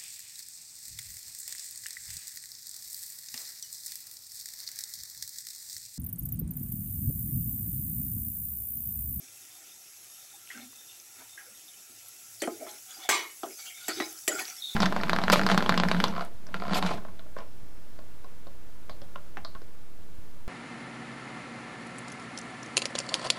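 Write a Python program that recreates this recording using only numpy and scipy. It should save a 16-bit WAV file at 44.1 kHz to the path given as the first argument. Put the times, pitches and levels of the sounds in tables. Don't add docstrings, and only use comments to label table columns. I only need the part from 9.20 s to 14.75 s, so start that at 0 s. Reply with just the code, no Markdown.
import sys
import numpy as np
from scipy import signal
from scipy.fft import rfft, irfft, next_fast_len
from scipy.io import wavfile
from scipy.ndimage import uniform_filter1d

SR = 44100
rng = np.random.default_rng(int(sys.argv[2]) if len(sys.argv) > 2 else 0)


def voltage_ratio(level):
    return 10 ** (np.asarray(level, float) / 20)


def unload_audio(sound):
    columns = np.transpose(np.atleast_2d(sound))
    steps = np.round(np.clip(columns, -1, 1) * 32767)
    wavfile.write(sys.argv[1], SR, steps.astype(np.int16))


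N = 244755

# t/s, level/dB
HUM_SURGES = [
    (0.1, -80),
    (1.45, -75),
    (2.05, -73),
    (2.83, -78),
    (3.15, -72.5),
    (3.4, -73),
    (4.791, -66),
    (5.102, -74),
]
HUM_REST_DB, HUM_SURGE_S = -81.5, 0.081
# t/s, level/dB
FIZZ = [(0, -57.5), (2.7, -58), (3.15, -55.5), (3.35, -56), (3.6, -55.5), (3.86, -55.5), (3.885, -66),
        (3.95, -52), (4.1, -56), (4.45, -52.5), (4.6, -55), (4.85, -53), (5.0, -52.5), (5.07, -53.5),
        (5.2, -48.5), (5.3, -53.5), (5.4, -54), (5.55, -55)]
# f/Hz, level per Hz/dB
FIZZ_COLOUR = [(60, -26.5), (200, -17.5), (480, -19.5), (1000, -20), (2000, -13), (4000, -12.5), (5200, -8),
               (6400, -2), (8300, -3.5), (9300, -12), (13600, -15), (15000, -6.5), (15750, -2),
               (16100, -51)]
# f/Hz, width/Hz, lift/dB
FIZZ_PEAKS = [(350, 79, 6.5), (753, 200, 9.5), (1356, 117, 9.5), (2575, 260, 5), (3620, 11, 13.5),
              (5520, 1000, 4.5), (11300, 2080, 15.5)]
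REST_DB = -57
LARGE_DB, LARGE_PER_DB = 3.5, -1.15
FINE_DB, FINE_PER_DB = -4, 0.6
# f/Hz, width/Hz, rate/(1/s), level against the fizz/dB
POPS = [(3200, 2500, 80, -26), (6000, 3500, 200, -14), (8000, 3000, 150, -17), (11300, 4000, 200, -15),
        (15200, 2500, 120, -21)]
# t/s, peak level/dB, t60/s
JETS = [(0.2194, -54, 0.072), (0.5162, -53, 0.071), (1.0094, -53.5, 0.29), (1.1344, -49.5, 0.16),
        (1.4094, -48.5, 0.15), (1.5, -57, 0.47), (1.5494, -54, 0.11), (1.5794, -50, 0.21),
        (1.6826, -48.5, 0.13), (1.707, -59, 0.07), (2.0911, -56, 0.33), (2.1316, -53, 0.085),
        (2.3464, -54, 0.059), (2.4793, -45.5, 0.054)]
JET_HZ = 3623
# t/s, peak level/dB, f/Hz
HISSES = [
    (3.1807, -66, 4700),
    (3.3134, -53, 4770),
    (3.7264, -46, 4800),
    (3.7605, -50, 4860),
    (4.3221, -49, 5080),
    (5.256, -54, 5000),
]
# t/s, peak level/dB, f/Hz
SPITS = [(1.374, -40, 5700), (1.4721, -45, 7110), (2.8843, -36.5, 11300), (3.5124, -38, 6200),
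         (3.709, -37.5, 6540), (4.112, -42, 8270), (4.1694, -66, 12100), (4.3186, -53, 6200),
         (4.357, -46, 6200), (4.9272, -34, 11600), (4.989, -35, 5900), (5.254, -26.5, 4940),
         (5.3005, -30, 6000), (5.366, -35, 5450), (1.291, -43, 2960), (4.1694, -46, 6800),
         (5.198, -29, 11300), (5.222, -31, 11000), (5.254, -45, 2980), (1.273, -45, 2700)]
# t/s, peak level/dB, f/Hz, t60/s
THUMPS = [
    (0.02, -56.5, 281, 0.072),
    (1.344, -44.5, 239, 0.28),
    (1.387, -52, 263, 0.36),
    (1.437, -52, 245, 0.14),
    (1.955, -59, 261, 0.28),
    (2.299, -58, 223, 0.13),
    (2.69, -60, 230, 0.13),
    (3.776, -53, 348, 0.07),
]
# t/s, peak level/dB, f/Hz, t60/s
MOANS = [(1.137, -53, 800, 0.075), (2.174, -40, 1635, 0.19), (2.255, -56, 523, 0.21),
         (3.408, -33.5, 653, 0.21), (3.799, -52, 765, 0.16), (3.845, -42.5, 770, 0.075),
         (4.765, -33, 343, 0.35), (5.127, -33, 375, 0.022), (5.151, -30.5, 1422, 0.074),
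         (3.765, -51, 750, 0.26), (4.385, -46, 2270, 0.57), (4.53, -49, 2195, 1), (4.6, -49.5, 1463, 0.31),
         (5.083, -30.5, 583, 0.09), (5.118, -33.5, 1470, 0.053), (1.345, -44.5, 1570, 0.15),
         (2.0, -55.5, 925, 0.23), (4.234, -28.5, 699, 0.04), (3.222, -30, 560, 0.073)]
# t/s, peak level/dB, f/Hz, t60/s
SQUEAKS = [(0.0832, -50, 2660, 0.018), (2.5376, -51.5, 2950, 0.055), (3.8212, -43.5, 3480, 0.23),
           (4.4564, -44.5, 2840, 0.22), (4.5446, -46.5, 3620, 0.49), (4.6374, -42.5, 3730, 0.5),
           (4.7591, -39, 3740, 0.34), (5.1921, -30.5, 2520, 0.033), (5.3757, -45, 3410, 0.27),
           (5.4204, -30, 3710, 0.14), (5.4311, -28, 3735, 0.21), (5.4464, -35.5, 3690, 0.3),
           (5.478, -33.5, 3550, 0.2), (5.5094, -41, 3850, 0.11), (5.5294, -38, 3600, 0.17),
           (4.468, -40, 3160, 0.2), (5.425, -43, 4310, 0.46), (5.49, -44, 4100, 0.2),
           (4.8, -35, 3960, 0.19), (1.31, -50, 3300, 0.092), (4.03, -48, 3780, 0.16),
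           (1.69, -54, 2780, 0.22), (3.222, -37.5, 3110, 0.12)]
# t/s, peak level/dB, f/Hz, t60/s
WHISTLES = [(3.708, -41, 6840, 0.14), (4.3094, -53, 6220, 0.16), (4.3585, -42, 6250, 0.57),
            (4.3994, -46, 5900, 0.18), (4.8533, -37, 6100, 0.06), (4.8918, -39, 6320, 0.073),
            (5.1188, -31.5, 7860, 0.052), (5.1483, -31, 7520, 0.056), (5.2694, -38.5, 5820, 0.28),
            (5.3744, -41.5, 5380, 0.092), (5.4985, -45, 6700, 0.14), (5.115, -31.5, 7000, 0.11),
            (4.8, -47, 6000, 0.25), (3.891, -24.5, 6330, 0.089), (3.92, -29, 7260, 0.19),
            (3.99, -40, 6000, 0.16)]
# t/s, peak level/dB, f/Hz
BOUNCES = [(3.8905, -22, 2320), (3.8925, -19, 6350), (3.8995, -19, 2170), (3.9015, -20.5, 1060),
           (3.925, -35, 2300), (3.2755, -33, 1100), (4.228, -49, 1100), (4.32, -38, 11300),
           (5.8, -31.5, 5800), (5.079, -20, 2200), (5.068, -38, 7500), (4.802, -32, 2200),
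           (0.442, -48, 6050), (1.8, -38, 6090), (1.8, -42, 6200), (3.147, -44, 5200), (4.2, -42, 8700),
           (4.1, -39, 2000), (3.891, -28, 15300), (4.683, -34, 14500), (5.079, -31, 18000),
           (4.6825, -28, 1920), (4.8015, -28.5, 1360), (3.466, -42, 1400), (4.972, -42, 6200),
           (4.977, -38, 5300), (5.001, -42, 6300), (5.011, -41, 5800), (5.022, -42, 6300),
           (5.037, -43, 5600), (5.327, -42, 5500), (5.3, -40, 4400), (1.53, -49, 1100), (4.455, -41, 7500),
           (4.3, -40, 7000), (6.3, -40, 2300)]
# t/s, peak level/dB, f/Hz, t60/s
RATTLES = [(4.7, -37, 7100, 0.096), (4.236, -40, 3180, 0.044), (4.695, -32.5, 4570, 0.24),
           (4.71, -41, 3700, .2), (4.73, -35, 5100, .2), (3.2, -38, 4500, 0.22), (4.81, -40, 5000, .25),
           (4.84, -40, 5100, .15), (5.082, -34, 4650, 0.041), (5.086, -27, 7100, 0.076),
           (6.9, -33.5, 7800, 0.18), (5.192, -35, 6700, 0.15), (5.195, -36, 4840, 0.13),
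           (4.8, -48, 2200, 0.11), (7.3, -33, 5200, 0.13), (5.29, -41, 6900, 0.087),
           (5.145, -39, 5000, 0.12), (3.93, -28, 1040, 0.29), (4.5, -40, 2200, 0.17),
           (3.85, -39, 3440, 0.099), (4.96, -56, 3150, 0.22), (3.223, -35, 8700, 0.09),
           (3.25, -40, 9500, 0.095), (4.395, -45, 4600, 0.32), (4.945, -52, 1450, 0.36),
           (4.8, -45, 1410, 0.55), (5.27, -46, 2600, 0.25), (5.35, -51.5, 1980, .3),
           (1.31, -49.5, 2710, .4), (1.4, -49.5, 4200, .3), (1.98, -55, 1840, 0.26), (4.3, -47, 2370, .2),
           (3.895, -36, 15600, 0.18), (3.49, -48, 4100, .2), (4.03, -40, 1100, .3), (4.236, -37, 1100, .12),
           (4.57, -46, 2250, .25), (5.11, -38, 5000, .15), (5.15, -36, 7600, .3), (5.1, -38, 3200, .2),
           (5.4, -44, 4100, .15), (0.99, -54, 3650, .2), (1.1, -52, 3650, .15), (3.94, -33, 4600, .35),
           (3.96, -34, 3100, .3), (4.39, -46, 7400, .3), (4.45, -45, 6800, .2), (4.63, -46, 4700, .2),
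           (3.79, -50, 1100, .3)]
# f/Hz, width/Hz, level/dB
BOWL = [(291, 31, -4), (322.7, 7.3, 5.5), (360, 51, 7), (400, 18, -3), (439, 6, 3), (607, 42, -6),
        (655, 40, 2.5), (689, 50, -9.5)]
# f/Hz, width/Hz, level/dB
WALL = [(835, 7.2, 8), (1015, 22, -9), (1040, 12.2, 6), (1249, 21, 4), (1334, 50, 3), (1520, 310, -4.5),
        (1790, 140, -42), (1910, 190, 13.5), (1970, 49, -36), (2270, 13.3, -16), (2520, 32, 8),
        (2630, 44, -18)]
LOWER_WALL = WALL[:6]
# f/Hz, width/Hz, level/dB
RUBBED_WALL = [(765, 35, 4), (997, 160, -8.5), (1437, 170, 2.5), (1845, 99, -3.5), (2206, 180, 2),
               (2560, 14, -4.5)]
# f/Hz, width/Hz, level/dB
BARE_WALL = [(868, 66, 0.5), (984, 28, -1), (1045, 61, 4), (1171, 40, 5), (1290, 105, -3), (1440, 97, -11),
             (1565, 27, 1), (1780, 26, -10), (1933, 100, -3), (2184, 77, 4), (2290, 33, 1), (2440, 51, 0.5),
             (2700, 34, -5)]
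# f/Hz, width/Hz, level/dB
FLOOR = [(2960, 19, 5.5), (3140, 140, -8), (3447, 264, 2.5), (3850, 360, 1.4), (4230, 76, 3),
         (4600, 275, 3.5), (4970, 145, 0), (5450, 120, -2), (5790, 350, 1), (6146, 81, 3.5)]
# f/Hz, width/Hz, level/dB
BLADE = [(8650, 230, 0.5), (7260, 40, -29), (7330, 110, 8), (9660, 580, -6.5), (7980, 210, 9),
         (10300, 530, -2.5), (11300, 420, -1), (13200, 1500, -30), (14100, 790, -13)]
FAMILY_HZ = (400, 1500, 4000, 8500)
# start t/s, length/s, push level/dB, peak place/(0-1), bare steel/(0-1)
STROKES = [(3.233, 0.043, -34, 0.01, 0.15), (3.285, 0.12, -41.5, 0.14, 0), (3.385, 0.2, -44, 0.09, 0.07),
           (3.45, 0.16, -46.5, 0.27, 0.57), (3.631, 0.16, -47, 0.6, 0.61), (3.724, 0.16, -44.5, 0.76, 0.62),
           (4.242, 0.11, -40.5, 0.12, 0.07), (4.367, 0.088, -45.5, 0.35, 0.67),
           (4.426, .09, -45, 0.47, 0.67), (4.487, 0.25, -47, 0.74, 0.67), (4.685, 0.066, -32.5, 0, 0.31),
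           (4.7, 0.1, -42, 0.88, 0.66), (4.81, 0.11, -42.5, 0, 0.47), (4.867, 0.14, -51, 0.33, 0.61),
           (5.085, 0.15, -35.5, 0.21, 0.17), (5.106, 0.059, -43.5, 0.97, 0.03),
           (5.161, 0.11, -34.5, 0.35, 0.5), (5.24, 0.16, -42.5, 0.26, 0.61), (5.338, 0.2, -56.5, 0.3, 0.57),
           (5.446, 0.18, -51.5, 0.4, 0.61), (3.901, 0.13, -36.5, 0.37, 0.66), (4.7, 0.16, -42, 0.52, 0.63),
           (3.808, 0.075, -51, 0.86, .5), (4.8, 0.067, -42.5, 0.05, 0.58)]
# start t/s, length/s, push level/dB, peak place/(0-1), bare steel/(0-1)
NUDGES = [
    (0.0, 0.082, -63.5, 0, 0),
    (0.361, 0.16, -54, 0.4, 0.26),
    (1.257, 0.22, -47.5, 0.65, 0.31),
    (1.925, 0.15, -49.5, 0.62, 0.28),
    (2.183, 0.12, -54.5, 0.3, 0.41),
    (2.232, 0.11, -59.5, 0.36, 0.22),
    (2.614, .18, -63.5, 0.55, 0.08),
    (1.267, 0.21, -54, 0.17, 0.73),
]
STROKE_FADE_DB, STROKE_CURVE = 21, 1.4
FULL_PUSH_DB = -18.5
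BARE_OCTAVES = 4.4
BELOW_PER_OCTAVE, ABOVE_PER_OCTAVE = 0.34, 0.31
# t/s, wall peak level/dB, then bowl, floor, blade level against the wall/dB
TAPS = [
    (3.219, -25.5, 2.5, -1, 2),
    (4.682, -26.5, -2, -4.5, 6.5),
    (4.801, -23, -3, -8.5, -28),
    (5.078, -20.5, -2.5, 1.5, 6),
]
# t/s, wall peak level/dB, then bowl, floor, blade level against the wall/dB
THUDS = [
    (3.2745, -32, 12.5, -15, -8),
    (3.466, -40, -5, -20, -25),
    (4.2324, -29, 0, -6.5, -20),
    (4.801, -29, 5, -1, -21),
]
# t/s, wall peak level/dB, then bowl, floor, blade level against the wall/dB
CLANGS = [
    (1.3, -31.5, -45, -11, -31),
    (2.172, -40.5, -39, -9, -10),
]
# t/s, wall peak level/dB, then bowl, floor, blade level against the wall/dB
BARE_CLANG = [
    (3.89, -13.5, -12.5, -2.5, -4.5),
]
EDGE_HZ, BURST_EDGE_HZ = 15950, 16700


def evened(x):
    return x / np.sqrt(np.mean(x ** 2) + 1e-20)


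def add(mix, s, sound):
    part = mix[max(round(s * SR), 0):][:len(sound)]
    part += sound[:len(part)]


def ring(x, modes, widen=0.5):
    size = next_fast_len(x.shape[-1] + 8192)
    hz = np.fft.rfftfreq(size, 1 / SR)
    f, width, db = np.transpose(modes)[:, :, None]
    gain = voltage_ratio(db) / (1 + 2j * (hz - f) / np.maximum(width * widen, 5)) ** 2
    return irfft((rfft(x, size) * gain).sum(0), size)[:x.shape[-1]]


def crackle(count, per_s, spread_db):
    size = voltage_ratio(spread_db * np.minimum(rng.exponential(1, count), 3.5))
    struck = rng.random(count) < per_s / SR
    return evened(size * struck * rng.standard_normal(count))


def kitchen_hum():
    t = np.arange(N) / SR
    level = voltage_ratio(HUM_REST_DB)
    for s, db in HUM_SURGES:
        level = level + voltage_ratio(db) * np.exp(-((t - s) / HUM_SURGE_S) ** 2)
    return level * evened(ring(rng.standard_normal(N), [(112.0, 74, 0)]))


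def fizz():
    source = rng.standard_normal(N) + 0.3 * crackle(N, 1500, 3.2)
    hz, t, z = signal.stft(source, SR, nperseg=1024, noverlap=768)
    patches = uniform_filter1d(rng.standard_normal(z.shape), size=7, axis=0)
    patches = evened(uniform_filter1d(patches, size=9, axis=1))
    patches = 3.2 * np.tanh(patches / 3.2)
    flicker = evened(uniform_filter1d(rng.standard_normal(len(t)), size=6))

    f, db = np.transpose(FIZZ_COLOUR)
    colour_db = np.interp(np.log(hz + 1), np.log(f), db)
    for centre, width, lift_db in FIZZ_PEAKS:
        colour_db = colour_db + lift_db / (1 + (2 * (hz - centre) / width) ** 2)

    s, level_db = np.transpose(FIZZ)
    large_db = np.interp(t, s, LARGE_DB + LARGE_PER_DB * (level_db - REST_DB))
    fine_db = np.interp(t, s, FINE_DB + FINE_PER_DB * (level_db - REST_DB))
    low = 1 / (1 + (hz[:, None] / 4700) ** 8)
    high = 1 / (1 + (13800 / (hz[:, None] + 1)) ** 24)
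    patch_db = 1.3 * (1.5 + 0.36 * low) * patches
    z = z * voltage_ratio(colour_db[:, None] + patch_db + 0.55 * flicker + low * large_db + high * fine_db)
    hiss = evened(signal.istft(z, SR, nperseg=1024, noverlap=768)[1][:N])
    return hiss * voltage_ratio(np.interp(np.arange(N) / SR, s, level_db) + 6.0)


def pops():
    ticks = np.zeros(N)
    for hz, width, per_s, db in POPS:
        ticks += voltage_ratio(db) * evened(ring(crackle(N, per_s, 1.2), [(hz, width, 0)]))
    s, level_db = np.transpose(FIZZ)
    return ticks * voltage_ratio(np.interp(np.arange(N) / SR, s, level_db) + 5.5)


def puff(db, hz, rise, t60, width_hz):
    t = np.arange(SR // 3) / SR
    tone = ring(rng.standard_normal(len(t)), [(hz, width_hz, 0)])
    shape = (1 - np.exp(-t / rise)) * voltage_ratio(-60 * t / t60)
    sound = evened(tone) * shape
    return voltage_ratio(db) * sound / abs(sound).max()


def steam_and_spits(pan):
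    for s, db, t60 in JETS:
        add(pan, s - .002, puff(db, JET_HZ, 0.01, t60, width_hz=320))
    for s, db, hz in HISSES:
        add(pan, s - .002, puff(db, hz, 0.0077, 0.11, width_hz=110))
    for s, db, hz in SPITS:
        add(pan, s - .001, puff(db, hz, 0.0002, 0.02, width_hz=2300))


def thumps_and_rubbing(pan):
    kinds = ((THUMPS, .013, 80), (MOANS, .007, 160), (SQUEAKS, .008, 340), (WHISTLES, .008, 520))
    for table, rise, width_hz in kinds:
        for s, db, hz, t60 in table:
            add(pan, s - .002, puff(db, hz, rise, t60, width_hz))


def blade_chatter(pan):
    for s, db, hz in BOUNCES:
        add(pan, s - .001, puff(db, hz, 0.00023, 0.016, width_hz=2000))
    for s, db, hz, t60 in RATTLES:
        add(pan, s - .002, puff(db, hz, 0.0042, t60, width_hz=870))


def drag(length, push_db, peak, bare):
    t = np.arange(0, length, 1 / SR)
    top = np.clip(peak, .02, .98) * t[-1]
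    away = np.where(t < top, 1 - t / top, (t - top) / (t[-1] - top))
    hand_db = push_db - STROKE_FADE_DB * away ** STROKE_CURVE

    octaves = np.log2(np.array(FAMILY_HZ) / FAMILY_HZ[0]) - BARE_OCTAVES * bare
    slack_db = max(FULL_PUSH_DB - push_db, 0)
    loss = np.where(octaves < 0, -BELOW_PER_OCTAVE * octaves, ABOVE_PER_OCTAVE * octaves)
    levels = -slack_db * loss

    grit = rng.standard_normal(SR // 3) + .9 * crackle(SR // 3, 1000, 2.6)
    grit = grit[:len(t)]
    knots = np.arange(-.03, .36, .03)
    out = 0
    for modes, db in zip((BOWL, RUBBED_WALL, FLOOR, BLADE), levels):
        wander = [np.interp(t, knots, row) for row in rng.standard_normal((len(modes), len(knots)))]
        sound = ring(grit * voltage_ratio(4.0 * np.array(wander)), modes, widen=1.85)
        local = np.sqrt(uniform_filter1d(sound ** 2, size=4000) + 1e-20)
        out = out + voltage_ratio(hand_db + db) * sound / local
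    return out * signal.windows.tukey(len(t), .003 / t[-1])


def tap(wall_db, bowl_db, floor_db, blade_db, t60, blow, spot_spread_db, wall=WALL, bend=0.74, rise=0.0001):
    t = np.arange(SR // 3) / SR
    out = 0
    # resonances, level/dB, share of t60, crack decay/s
    families = ((BOWL, bowl_db, 0.96, 0.0018), (wall, 0, 0.85, 0.0011),
                (FLOOR, floor_db, 0.74, 0.0031), (BLADE, blade_db, 0.44, 0.0084))
    for modes, db, last, crack in families:
        spot, hold = rng.standard_normal((2, len(modes), 1))
        noise = rng.standard_normal((2, len(t)))
        age = t / (t60 * last * 0.77 ** hold)
        rattle = voltage_ratio(spot_spread_db * spot - 60 * age ** bend)
        body = ring(noise[0] * rattle, modes, widen=1.93)
        knock = ring(noise[1] * np.exp(-t / crack), modes, widen=3.42)
        sound = body / abs(body).max() + blow * knock / abs(knock).max()
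        out = out + voltage_ratio(wall_db + db) * sound / abs(sound).max()
    return out * np.minimum(t / rise, 1)


def skimmer(pan):
    for s, *row in STROKES + NUDGES:
        add(pan, s, drag(*row))
    for s, *row in TAPS:
        add(pan, s, tap(*row, t60=0.22, blow=1.74, spot_spread_db=-0.5))
    for s, *row in THUDS:
        add(pan, s, tap(*row, t60=0.072, blow=1.18, spot_spread_db=1.0, wall=LOWER_WALL, rise=.0008))
    for s, *row in CLANGS:
        add(pan, s, tap(*row, t60=0.3, blow=0.38, spot_spread_db=6.0, rise=0.0075))
    for s, *row in BARE_CLANG:
        add(pan, s, tap(*row, t60=0.31, blow=1.5, spot_spread_db=0.5, wall=BARE_WALL, bend=1.57))


def scene():
    steady = kitchen_hum() + fizz() + pops()
    pan = np.zeros(N)
    steam_and_spits(pan)
    thumps_and_rubbing(pan)
    blade_chatter(pan)
    skimmer(pan)
    no_bass = signal.butter(5, 215, "high", fs=SR, output="sos")
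    return (signal.sosfilt(no_bass, pan) + steady)[None]


def low_pass(x):
    return signal.sosfilt(signal.butter(12, 16990, fs=SR, output="sos"), x)


def below(x, hz):
    taps = signal.firwin(511, hz, window=("kaiser", 9), fs=SR)
    return signal.oaconvolve(x, taps[None], "same")


def record(dry):
    narrow, wide = below(dry, EDGE_HZ), below(dry, BURST_EDGE_HZ)
    power = uniform_filter1d((dry - narrow) ** 2, size=500)
    burst = np.clip(power / voltage_ratio(2 * -63) - 1, 0, 1)
    return low_pass(narrow + burst * (wide - narrow))


dry = scene()
out = record(dry)
unload_audio(out)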